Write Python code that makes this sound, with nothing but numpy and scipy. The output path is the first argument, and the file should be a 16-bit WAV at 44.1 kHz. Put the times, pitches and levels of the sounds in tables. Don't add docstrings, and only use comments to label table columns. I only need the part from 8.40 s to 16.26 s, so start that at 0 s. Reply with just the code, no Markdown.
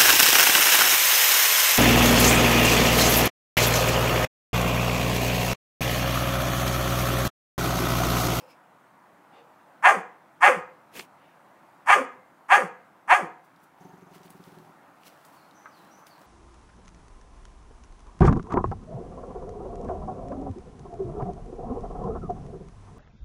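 import sys
import numpy as np
from scipy import signal
from scipy.fft import rfft, irfft
from scipy.io import wavfile
from scipy.ndimage import uniform_filter1d, minimum_filter1d

SR = 44100
rng = np.random.default_rng(int(sys.argv[2]) if len(sys.argv) > 2 else 0)


def unload_wav(signal):
    wavfile.write(
        sys.argv[1],
        SR,
        np.round(np.clip(np.atleast_2d(signal).T, -1, 1) * 32767).astype(np.int16),
    )


N = 346626

# start in seconds, rise in seconds, hold in seconds;
# top pitch, pitch break and chest note in seconds after the start; effort in dB, its sag over the hold in dB;
# first pitch, top pitch and chest pitch in Hz; jaw ring in dB above effort, its dip at top pitch in dB,
# its lift after the break in dB; chest note in dB, hiss in dB; hoarseness as a factor, half-pitch share (0-1).
BARKS = [(1.422, 0.038, 0.028, 0.076, 0.12, .15, -7, -5.5, 267.8, 413.8, 188, -1.7, -2.5, -2.5, -41.5, -36.5, 1.17, 0.48),
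         (2.003, 0.037, 0.032, .062, 0.1, 0.17, -7.5, -4.5, 286.5, 409.4, 175.5, -1.3, -5.5, -4, -39.5, -36.5, 1.09, 0.91),
         (3.457, 0.043, 0.036, 0.075, .13, .156, -11.5, -2, 225, 418.2, 265.6, -1.15, -16, 1, -46, -37, 1.2, 0.4),
         (4.082, 0.042, 0.033, .07, .116, .16, -10, -4, 255.5, 425, 178.6, -1.7, -5.5, -2.5, -38.5, -38, 1.05, .6),
         (4.673, 0.039, 0.03, 0.084, 0.13, 0.16, -13, -2.5, 217.2, 417.7, 172.8, 1, -16.5, 2, -41.5, -40.5, 0.62, 0.47)]
# centre in Hz, width in Hz, level in dB.
THROAT = [(1062, 303, 4.5), (1240, 436, 1.5), (1732, 420, 4), (2165, 720, -2), (2466, 740, -2.5),
          (3344, 585, -17.5), (4340, 640, -26)]
# frequency in Hz, density in dB per Hz.
TEETH_HISS = [(3000, -28), (4000, -23), (4500, -4.5), (5200, -6), (5900, -3.5), (6600, -4.5), (7600, -1.5),
              (9200, -0.5), (11000, -10.5), (12500, -16), (15800, -16.5)]
RASP = 0.5


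def bark(s, *row):
    effort_db, hz, jaw_hz, jaw_db, hiss_db, chest_db, rough, half = gestures(*row)
    rough = np.clip(rough, 0, 1)
    jitter, shimmer, noise, air = rng.standard_normal((4, len(hz)))
    uneven_hz = hz * (1 + 0.05 * rough * evened(uniform_filter1d(jitter, size=150)))
    turns = np.cumsum(uneven_hz) / SR

    folds = sum(np.cos(2 * np.pi * k * turns) for k in range(1, 16))
    folds *= 1 + half * np.cos(np.pi * turns)
    folds *= gain_of(7.1 * rough * evened(uniform_filter1d(shimmer, size=200)))
    gate = 0.47 + np.exp(-(turns % 1) / 0.5)
    drive = (1 - rough) * evened(folds) + rough * 1.3 * evened(gate * noise)

    slack_db = effort_db - effort_db.max()
    throat = 0
    for k, (f, width, db) in enumerate(THROAT):
        gain = gain_of(db + 0.3 * slack_db * np.log2(f / 1250))
        throat = throat + (-1) ** k * gain * steep(drive, f, width)
    jaw = gain_of(jaw_db) * evened(steep(drive, jaw_hz, 250))
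    voice = gain_of(effort_db) * evened(throat) - jaw

    rasp = RASP * (hz / 420) ** 4 * evened(steep(air, 6460, 1000))
    hiss = gain_of(hiss_db) * evened(gate * (coloured(air, TEETH_HISS) + rasp))
    chest = gain_of(chest_db) * np.sqrt(2) * np.sin(2 * np.pi * turns)
    return s, fade(voice + hiss + chest, 0.034)


# jaw resonance in Hz, its lift in dB, part of the half-pitch share as a factor.
STAGES = [(827, -5, .2), (904, 0.5, 0.39), (783, 1.5, 0.73), (750, -0.5, 0.25), (537, 1, 1), (457, -3, .5),
          (330, 2, .4), (270, -8.5, .4)]
ROUGH = [.35, .28, .36, .42, .6, .45, .25, .25]
KNEE_TIME, KNEE_PITCH = 0.63, 0.8
OPEN, WIDE = 0.41, 0.65
BREAK_S, CLOSE_S = 0.024, 0.042
BREAK_HZ, LAST_SAG = 280, 0.87
RISE_DB, RISE_BEND, RELEASE_DB_PER_S = -34.5, 1.3, -330
HISS_RISE, HISS_FALL = 0.82, 0.66
CHEST_DB, CHEST_RISE_S, CHEST_FALL_S = -62, 0.022, 0.05


def gestures(rise, hold, top, snap, note, db, sag_db, first_hz, top_hz, note_hz,
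             ring_db, dip_db, late_db, note_db, air_db, hoarse, halving):
    t = np.arange(0, note + CLOSE_S, 1 / SR)
    before_db = RISE_DB * np.clip(1 - t / rise, 0, 1) ** RISE_BEND
    after_db = RELEASE_DB_PER_S * np.maximum(t - rise - hold, 0)
    effort_db = db + before_db + sag_db * np.clip((t - rise) / hold, 0, 1) + after_db

    climb = first_hz + (top_hz - first_hz) * np.interp(t / top, [0, KNEE_TIME, 1], [0, KNEE_PITCH, 1])
    drop_times = [snap - BREAK_S, snap, note, t[-1]]
    drop = np.interp(t, drop_times, [top_hz, BREAK_HZ, note_hz, LAST_SAG * note_hz])
    hz = np.minimum(climb, drop)

    at = np.maximum.accumulate([0, OPEN * top, WIDE * top, top, *drop_times])
    columns = [*np.transpose(STAGES), ROUGH]
    jaw_hz, lift_db, part, rough = (np.interp(t, at, column) for column in columns)
    jaw_db = effort_db + ring_db + lift_db
    jaw_db += dip_db * np.clip(1 - abs(t - top) / 0.029, 0, 1)
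    jaw_db += late_db * np.clip((t - snap) / BREAK_S + 1, 0, 1)

    hiss_db = air_db + HISS_RISE * before_db + HISS_FALL * after_db
    note_share = np.interp(t - note, [-CHEST_RISE_S, 0, CHEST_FALL_S], [0, 1, 0])
    chest_db = CHEST_DB + (note_db - CHEST_DB) * note_share
    return effort_db, hz, jaw_hz, jaw_db, hiss_db, chest_db, hoarse * rough, halving * part


# start in seconds, number of pulses, first gap and last gap in seconds.
GROWL = [(5.406, 14, .0415, .0491), (6.069, 1, .049, .049), (6.118, 8, .025, .0243)]
# frequency in Hz, relative level in dB, time to fall 60 dB in seconds.
CHEST = [(167.2, -2, 0.06), (294, -12, 0.088), (382, -4.5, 0.061)]
GROWL_DB, GROWL_FADE_S, GROWL_DB_PER_S = -46, 6.04, -26.5
UNEVEN_DB = 3.8
MOUTH_OPEN_DB, MOUTH_SHUT_DB = -41.5, -55
MOUTH_S, SHUT_S = 0.049, 0.084
NOSE_DB, NOSE_DB_PER_S = -65.5, -19


def growl():
    out, t = np.zeros(N), np.arange(1500) / SR
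    pulse = ring(CHEST, 0.12, rise=0.0076)
    pulse /= abs(pulse).max()
    mouth = ring([(755, 6.7, 0.05), (918, 9.1, 0.045)], 0.08, rise=0.01)
    for start, count, gap, last_gap in GROWL:
        count = round(count)
        times = start + np.cumsum(np.append(0, np.linspace(gap, last_gap, count - 1)))
        for s, noise in zip(times, rng.standard_normal((count, 1500))):
            age = s - GROWL[0][0]
            peak_db = GROWL_DB + GROWL_DB_PER_S * max(s - GROWL_FADE_S, 0)
            openness = np.exp(-((age - MOUTH_S) / SHUT_S) ** 2)
            mouth_db = MOUTH_SHUT_DB + (MOUTH_OPEN_DB - MOUTH_SHUT_DB) * openness
            puff_db = NOSE_DB + NOSE_DB_PER_S * age - 60 * t / 0.052
            add(out, s, gain_of(peak_db + UNEVEN_DB * noise[0]) * pulse)
            add(out, s, gain_of(mouth_db + 2.7 * noise[1]) * mouth)
            add(out, s, gain_of(puff_db) * evened(steep(noise, 6360, 900)))
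    return out


# peak in seconds, rise in seconds, fall in seconds,
# then the levels of the low, middle and high resonances in dB.
HUFFS = [(.965, .08, 0.11, -55, -64.5, -70), (2.83, .11, 0.23, -72, -68, -80.5)]
# centre in Hz, width in Hz, relative dB.
HUFF_TONE = [
    [(466.5, 80, -1), (774, 100, 0.5), (1134, 80, -3.5)],
    [(2360, 980, 17), (2760, 260, 8)],
    [(3500, 170, 8), (4470, 220, 1)],
]


def huffs():
    out = np.zeros(N)
    for peak, rise, fall, *levels in HUFFS:
        s, shape_db = swell(peak, rise, fall, bend=1.74)
        air = rng.standard_normal(len(shape_db))
        for level_db, modes in zip(levels, HUFF_TONE):
            tone = sum(gain_of(db) * evened(steep(air, hz, width)) for hz, width, db in modes)
            add(out, s, fade(gain_of(level_db + shape_db) * evened(tone), 0.3))
    return out


# peak in seconds, rise in seconds, fall in seconds, then the level of each nose resonance in dB.
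SNIFFS = [(.002, .05, .09, -70, -64, -70), (.054, 0.1, 0.053, -80, -78, -57.5),
          (.112, .08, 0.054, -66.5, -63.5, -89)]
# centre in Hz, width in Hz.
NOSE = [(5100, 430), (2520, 240), (520, 30)]


def sniffs():
    out = np.zeros(N)
    for peak, rise, fall, *levels in SNIFFS:
        s, shape_db = swell(peak, rise, fall, bend=1.5)
        for db, (hz, width) in zip(levels, NOSE):
            air = rng.standard_normal(len(shape_db))
            add(out, s, gain_of(db + shape_db) * evened(resonate(air, hz, width)))
    return out


# start in seconds, peak in dB.
KNOCK = [(7.2578, -32.5)]
# frequency in Hz, relative level in dB, time to fall 60 dB in seconds.
SLAT = [(1140, -5, .06), (1270, -1, .07), (1400, -5, .06), (1530, 0, .07), (1990, -11, .05)]


def knock():
    out, blow = np.zeros(N), ring(SLAT, 0.15, rise=0.00029)
    for s, db in KNOCK:
        add(out, s, gain_of(db) * blow / abs(blow).max())
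    return out


# delay in seconds, signed gain as a factor.
ECHOES = [(.00204, -0.27), (.0049, 0.37), (.0083, .25), (0.0129, -0.45)]
# frequency in Hz, time to fall 60 dB in seconds.
PORCH = [(150, 0.55), (400, 0.53), (1040, 0.45), (2760, 0.37), (7280, 0.35), (14000, 0.05)]
# frequency in Hz, relative level in dB, time to fall 60 dB in seconds.
BOARDS = [(289.9, -2.5, 0.16), (500, 12, 0.38), (773, -12, 0.42), (1282, 3.5, 0.32), (1820, -12, .35),
          (2090, -10, 0.62)]


def porch(x):
    taps = np.zeros(SR // 2)
    at = np.arange(300, len(taps) - 20, 20)
    taps[at + rng.integers(0, 20, len(at))] = rng.choice([-1., 1.], len(at))
    hz, t, z = signal.stft(taps, SR, nperseg=256)
    decay = gain_of(-60 * t / read(PORCH, hz)[:, None])
    tail = signal.istft(z * decay, SR, nperseg=256)[1][:len(taps)]

    age, stir = np.arange(len(taps)) / SR, rng.standard_normal(len(taps))
    waves = np.zeros(len(taps))
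    for f, db, t60 in BOARDS:
        cluster = 0.4 * np.sin(2 * np.pi * f * age) + evened(steep(stir, f, 90))
        waves += gain_of(db - 60 * age / t60) * cluster

    echo = gain_of(-14.5) * tail / np.linalg.norm(tail) + gain_of(-19.5) * waves / np.linalg.norm(waves)
    for delay, gain in ECHOES:
        add(echo, delay, np.array([gain]))
    return signal.oaconvolve(x, echo)[:N]


# start in seconds, peak in dB.
THUMPS = [(1.465, -58), (2.041, -50.5), (2.57, -60), (3.5, -37), (4.135, -58), (4.73, -40.5)]


def thumps():
    out = np.zeros(N)
    for s, db in THUMPS:
        add(out, s, gain_of(db) * np.hanning(round(0.014 * SR)))
    return out


# peak in seconds, rise in seconds, fall in seconds, level in dB.
BRUSH = [(2.578, .062, .092, -40.5)]
# frequency in Hz, density in dB per Hz.
BRUSH_TONE = [(60, -30), (240, -0.5), (500, -1), (1300, -11), (2500, -4.5), (4000, -13.5), (7500, -14.5),
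              (11000, -16.5), (15800, -18)]


def brush():
    out = np.zeros(N)
    for peak, rise, fall, top_db in BRUSH:
        s, shape_db = swell(peak, rise, fall, bend=1.9)
        grit = grains(len(shape_db), size=40, spread_db=1.6)
        add(out, s, gain_of(top_db + shape_db) * coloured(grit, BRUSH_TONE))
    return out


# start in seconds, peak in dB, centre in Hz.
TICKS = [(2.54, -42, 2770), (2.553, -36.5, 2460), (2.566, -52, 2460), (2.5944, -25.5, 3670),
         (2.5976, -22, 2390), (2.608, -31.5, 2180), (5.162, -50.5, 3840), (5.2017, -58.5, 5010),
         (5.8326, -45.5, 4000), (5.88, -48, 2800), (5.904, -41, 11400), (6.0392, -44.5, 3970),
         (6.634, -44.5, 2600), (6.85, -46, 5970), (7.1105, -47, 3800), (7.6684, -41, 5030),
         (7.8154, -51, 6000)]
TICK_WIDTH, SCATTER_S = 0.85, 0.036


def ticks():
    out, t = np.zeros(N), np.arange(2500) / SR
    decay = gain_of(-60 * t / 0.0067) + 0.2 * gain_of(-60 * t / SCATTER_S)
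    for s, db, hz in TICKS:
        tick = decay * steep(rng.standard_normal(len(t)), hz, TICK_WIDTH * hz)
        add(out, s, gain_of(db) * tick / abs(tick).max())
    return out


# peak in seconds, rise in seconds, fall in seconds,
# bright share in dB, dull share in dB above it.
RUSTLE = [(.005, .05, .2, -67, -15), (.108, .12, .08, -67, -8), (5.048, .04, 0.093, -66.5, -10),
          (5.24, .1, 0.063, -62.5, -13), (5.752, 0.072, .1, -58.5, 0), (5.854, 0.041, 0.064, -59.5, -5),
          (5.906, 0.017, 0.077, -56.5, -21), (6.06, 0.3, 0.72, -65.5, -1.5),
          (6.67, 0.064, .08, -52.5, -0.5), (6.852, 0.014, 0.06, -57, -22), (6.946, 0.15, .27, -66, -12),
          (7.596, 0.11, .12, -67, -10), (7.67, 0.014, .07, -56.5, -4), (7.816, .09, .4, -72, -5)]
# time in seconds, level of the bright share in dB.
STIR = [(4.98, -95), (5.15, -86.5), (5.32, -89), (5.416, -70), (5.7, -78.5), (6.28, -79.5), (6.4, -99),
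        (6.6, -80), (6.8, -70), (7.04, -77.5), (7.338, -75), (7.374, -67.5), (7.52, -73), (7.64, -89),
        (7.7, -72), (7.86, -75)]
STIR_DULL_DB = -1.5


def rustle():
    brightness, dullness = np.zeros((2, N))
    s, stir_db = unfold(STIR)
    add(brightness, s, gain_of(stir_db))
    add(dullness, s, gain_of(stir_db + STIR_DULL_DB))
    for peak, rise, fall, db, dull_db in RUSTLE:
        s, shape_db = swell(peak, rise, fall, bend=0.72)
        add(brightness, s, gain_of(db + shape_db))
        add(dullness, s, gain_of(db + dull_db + shape_db))
    fibres = grains(N, size=60, spread_db=1.5)
    dull = coloured(fibres, [(1500, -1), (2800, 2.5), (6000, -4.0), (8500, -46)])
    bright = coloured(fibres, [(5500, -17), (7500, -10.5), (15800, -10.5)])
    return brightness * bright + dullness * dull


# start in seconds, length in seconds,
# first, turning and last pitch in Hz, turn as a share of the length, level in dB.
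BIRD = [(6.955, .145, 4750, 4240, 4370, .42, -67.5), (7.14, .17, 6080, 6030, 5950, 0.4, -63.5),
        (7.305, .2, 5220, 3920, 4150, 0.53, -66.5), (7.5, .16, 5600, 6150, 6070, .65, -65),
        (7.69, 0.11, 4850, 4080, 4150, 0.82, -64.5)]
NOTE_TOP, NOTE_START_DB, NOTE_END_DB = 0.22, -4, -14.5


def bird():
    out = np.zeros(N)
    for s, length, first_hz, turn_hz, last_hz, turn, top_db in BIRD:
        u = np.arange(0, length, 1 / SR) / length
        to_turn = first_hz + (turn_hz - first_hz) * np.sin(np.pi / 2 * u / turn)
        hz = np.where(u < turn, to_turn, np.interp(u, [turn, 1], [turn_hz, last_hz]))
        db = top_db + np.interp(u, [0, NOTE_TOP, 1], [NOTE_START_DB, 0, NOTE_END_DB])
        whistle = np.sqrt(2) * np.sin(2 * np.pi * np.cumsum(hz) / SR)
        blur = evened(resonate(rng.standard_normal(len(hz)), hz, 180))
        add(out, s, fade(gain_of(db) * (0.56 * whistle + 0.63 * blur), 0.18))
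    t = np.arange(6000) / SR
    trees = rng.standard_normal(6000) * gain_of(-60 * t / 0.47)
    return out + 0.9 * signal.oaconvolve(out, trees / np.linalg.norm(trees))[:N]


# frequency in Hz, density in dB per Hz.
TRAFFIC = [(20, -51), (55, -46), (95, -25.5), (160, -3), (220, -11.5), (290, -4), (420, -13.5), (600, -6.5),
           (850, -4), (1300, -8), (2000, -16.5), (3000, -26.5), (5000, -33.5), (9000, -35), (15800, -37.5)]
# time in seconds, level in dB.
TRAFFIC_LEVEL = [(0, -57.5), (1.298, -56), (3.199, -55.5), (5.299, -57), (6.5, -55.5), (7.86, -54)]


def traffic():
    frames, hz = N // 256 + 5, np.fft.rfftfreq(1024, 1 / SR)
    a, b, patches = rng.standard_normal((3, 513, frames))
    patches = uniform_filter1d(patches, size=8, axis=0)
    patches = evened(uniform_filter1d(patches, size=14, axis=1))
    z = (a + 1j * b) * gain_of(read(TRAFFIC, hz)[:, None] + 1.3 * patches)
    hum = evened(signal.istft(z, nperseg=1024, noverlap=768)[1][:N])
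    s, db = np.transpose(TRAFFIC_LEVEL)
    return gain_of(np.interp(np.arange(N) / SR, s, db)) * hum


def gain_of(db):
    return 10 ** (np.asarray(db) / 20)


def evened(x):
    return x / np.sqrt(np.mean(x ** 2) + 1e-20)


def add(mix, s, sound):
    part = mix[round(s * SR):][:len(sound)]
    part += sound[:len(part)]


def fade(x, share):
    return x * signal.windows.tukey(len(x), share)


def unfold(rows):
    s, level = np.transpose(rows)
    return s[0], np.interp(np.arange(s[0], s[-1], 1 / SR), s, level)


def swell(peak, rise, fall, bend):
    s = max(peak - rise, 0)
    t = np.arange(s, peak + fall, 1 / SR) - peak
    return s, -30 * np.where(t < 0, -t / rise, t / fall) ** bend


def read(points, hz):
    f, value = np.transpose(points)
    return np.interp(np.log(hz + 1), np.log(f + 1), value)


def coloured(x, spectrum):
    gain = gain_of(read(spectrum, np.fft.rfftfreq(len(x), 1 / SR)))
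    return evened(irfft(rfft(x) * gain, len(x)))


def grains(count, size, spread_db):
    jumps = rng.exponential(1, count // size + 1).repeat(size)[:count]
    return rng.standard_normal(count) * gain_of(spread_db * jumps)


def resonate(x, hz, width):
    turn = np.exp(2j * np.pi * np.cumsum(hz * np.ones(len(x))) / SR)
    r = np.exp(-np.pi * abs(width) / SR)
    return 2 * (turn * signal.lfilter([1 - r], [1, -r], x / turn)).real


def steep(x, hz, width):
    return resonate(resonate(x, hz, width), hz, width)


def ring(modes, seconds, rise):
    t = np.arange(round(seconds * SR)) / SR
    sines = sum(gain_of(db - 60 * t / t60) * np.sin(2 * np.pi * hz * t) for hz, db, t60 in modes)
    return (1 - np.exp(-t / rise)) * sines


def scene():
    puppy = growl() + huffs() + sniffs() + knock()
    for row in BARKS:
        add(puppy, *bark(*row))
    close = brush() + ticks() + thumps() + rustle()
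    return (puppy + porch(puppy) + close + bird() + traffic())[None]


EDGE_HZ = 15800


def record(dry):
    x = signal.sosfilt(signal.butter(1, 30, "high", fs=SR, output="sos"), dry)
    power_db = 10 * np.log10(abs(uniform_filter1d(x[0] ** 2, size=800)) + 1e-12)
    fall = np.arange(N) * 16.0 / SR
    held_db = np.maximum.accumulate(power_db + fall) - fall
    over_db = np.maximum(held_db + 27.0, 0)
    x = x / gain_of(0.095 * uniform_filter1d(over_db, size=400))
    crest = uniform_filter1d(-minimum_filter1d(-abs(x[0]), size=300), size=150)
    x = x * np.minimum(1, 0.78 / (crest + 1e-9))
    low_pass = signal.firwin(511, EDGE_HZ, window=("kaiser", 9), fs=SR)
    return signal.oaconvolve(x, low_pass[None], "same")


dry = scene()
out = record(dry)
unload_wav(out)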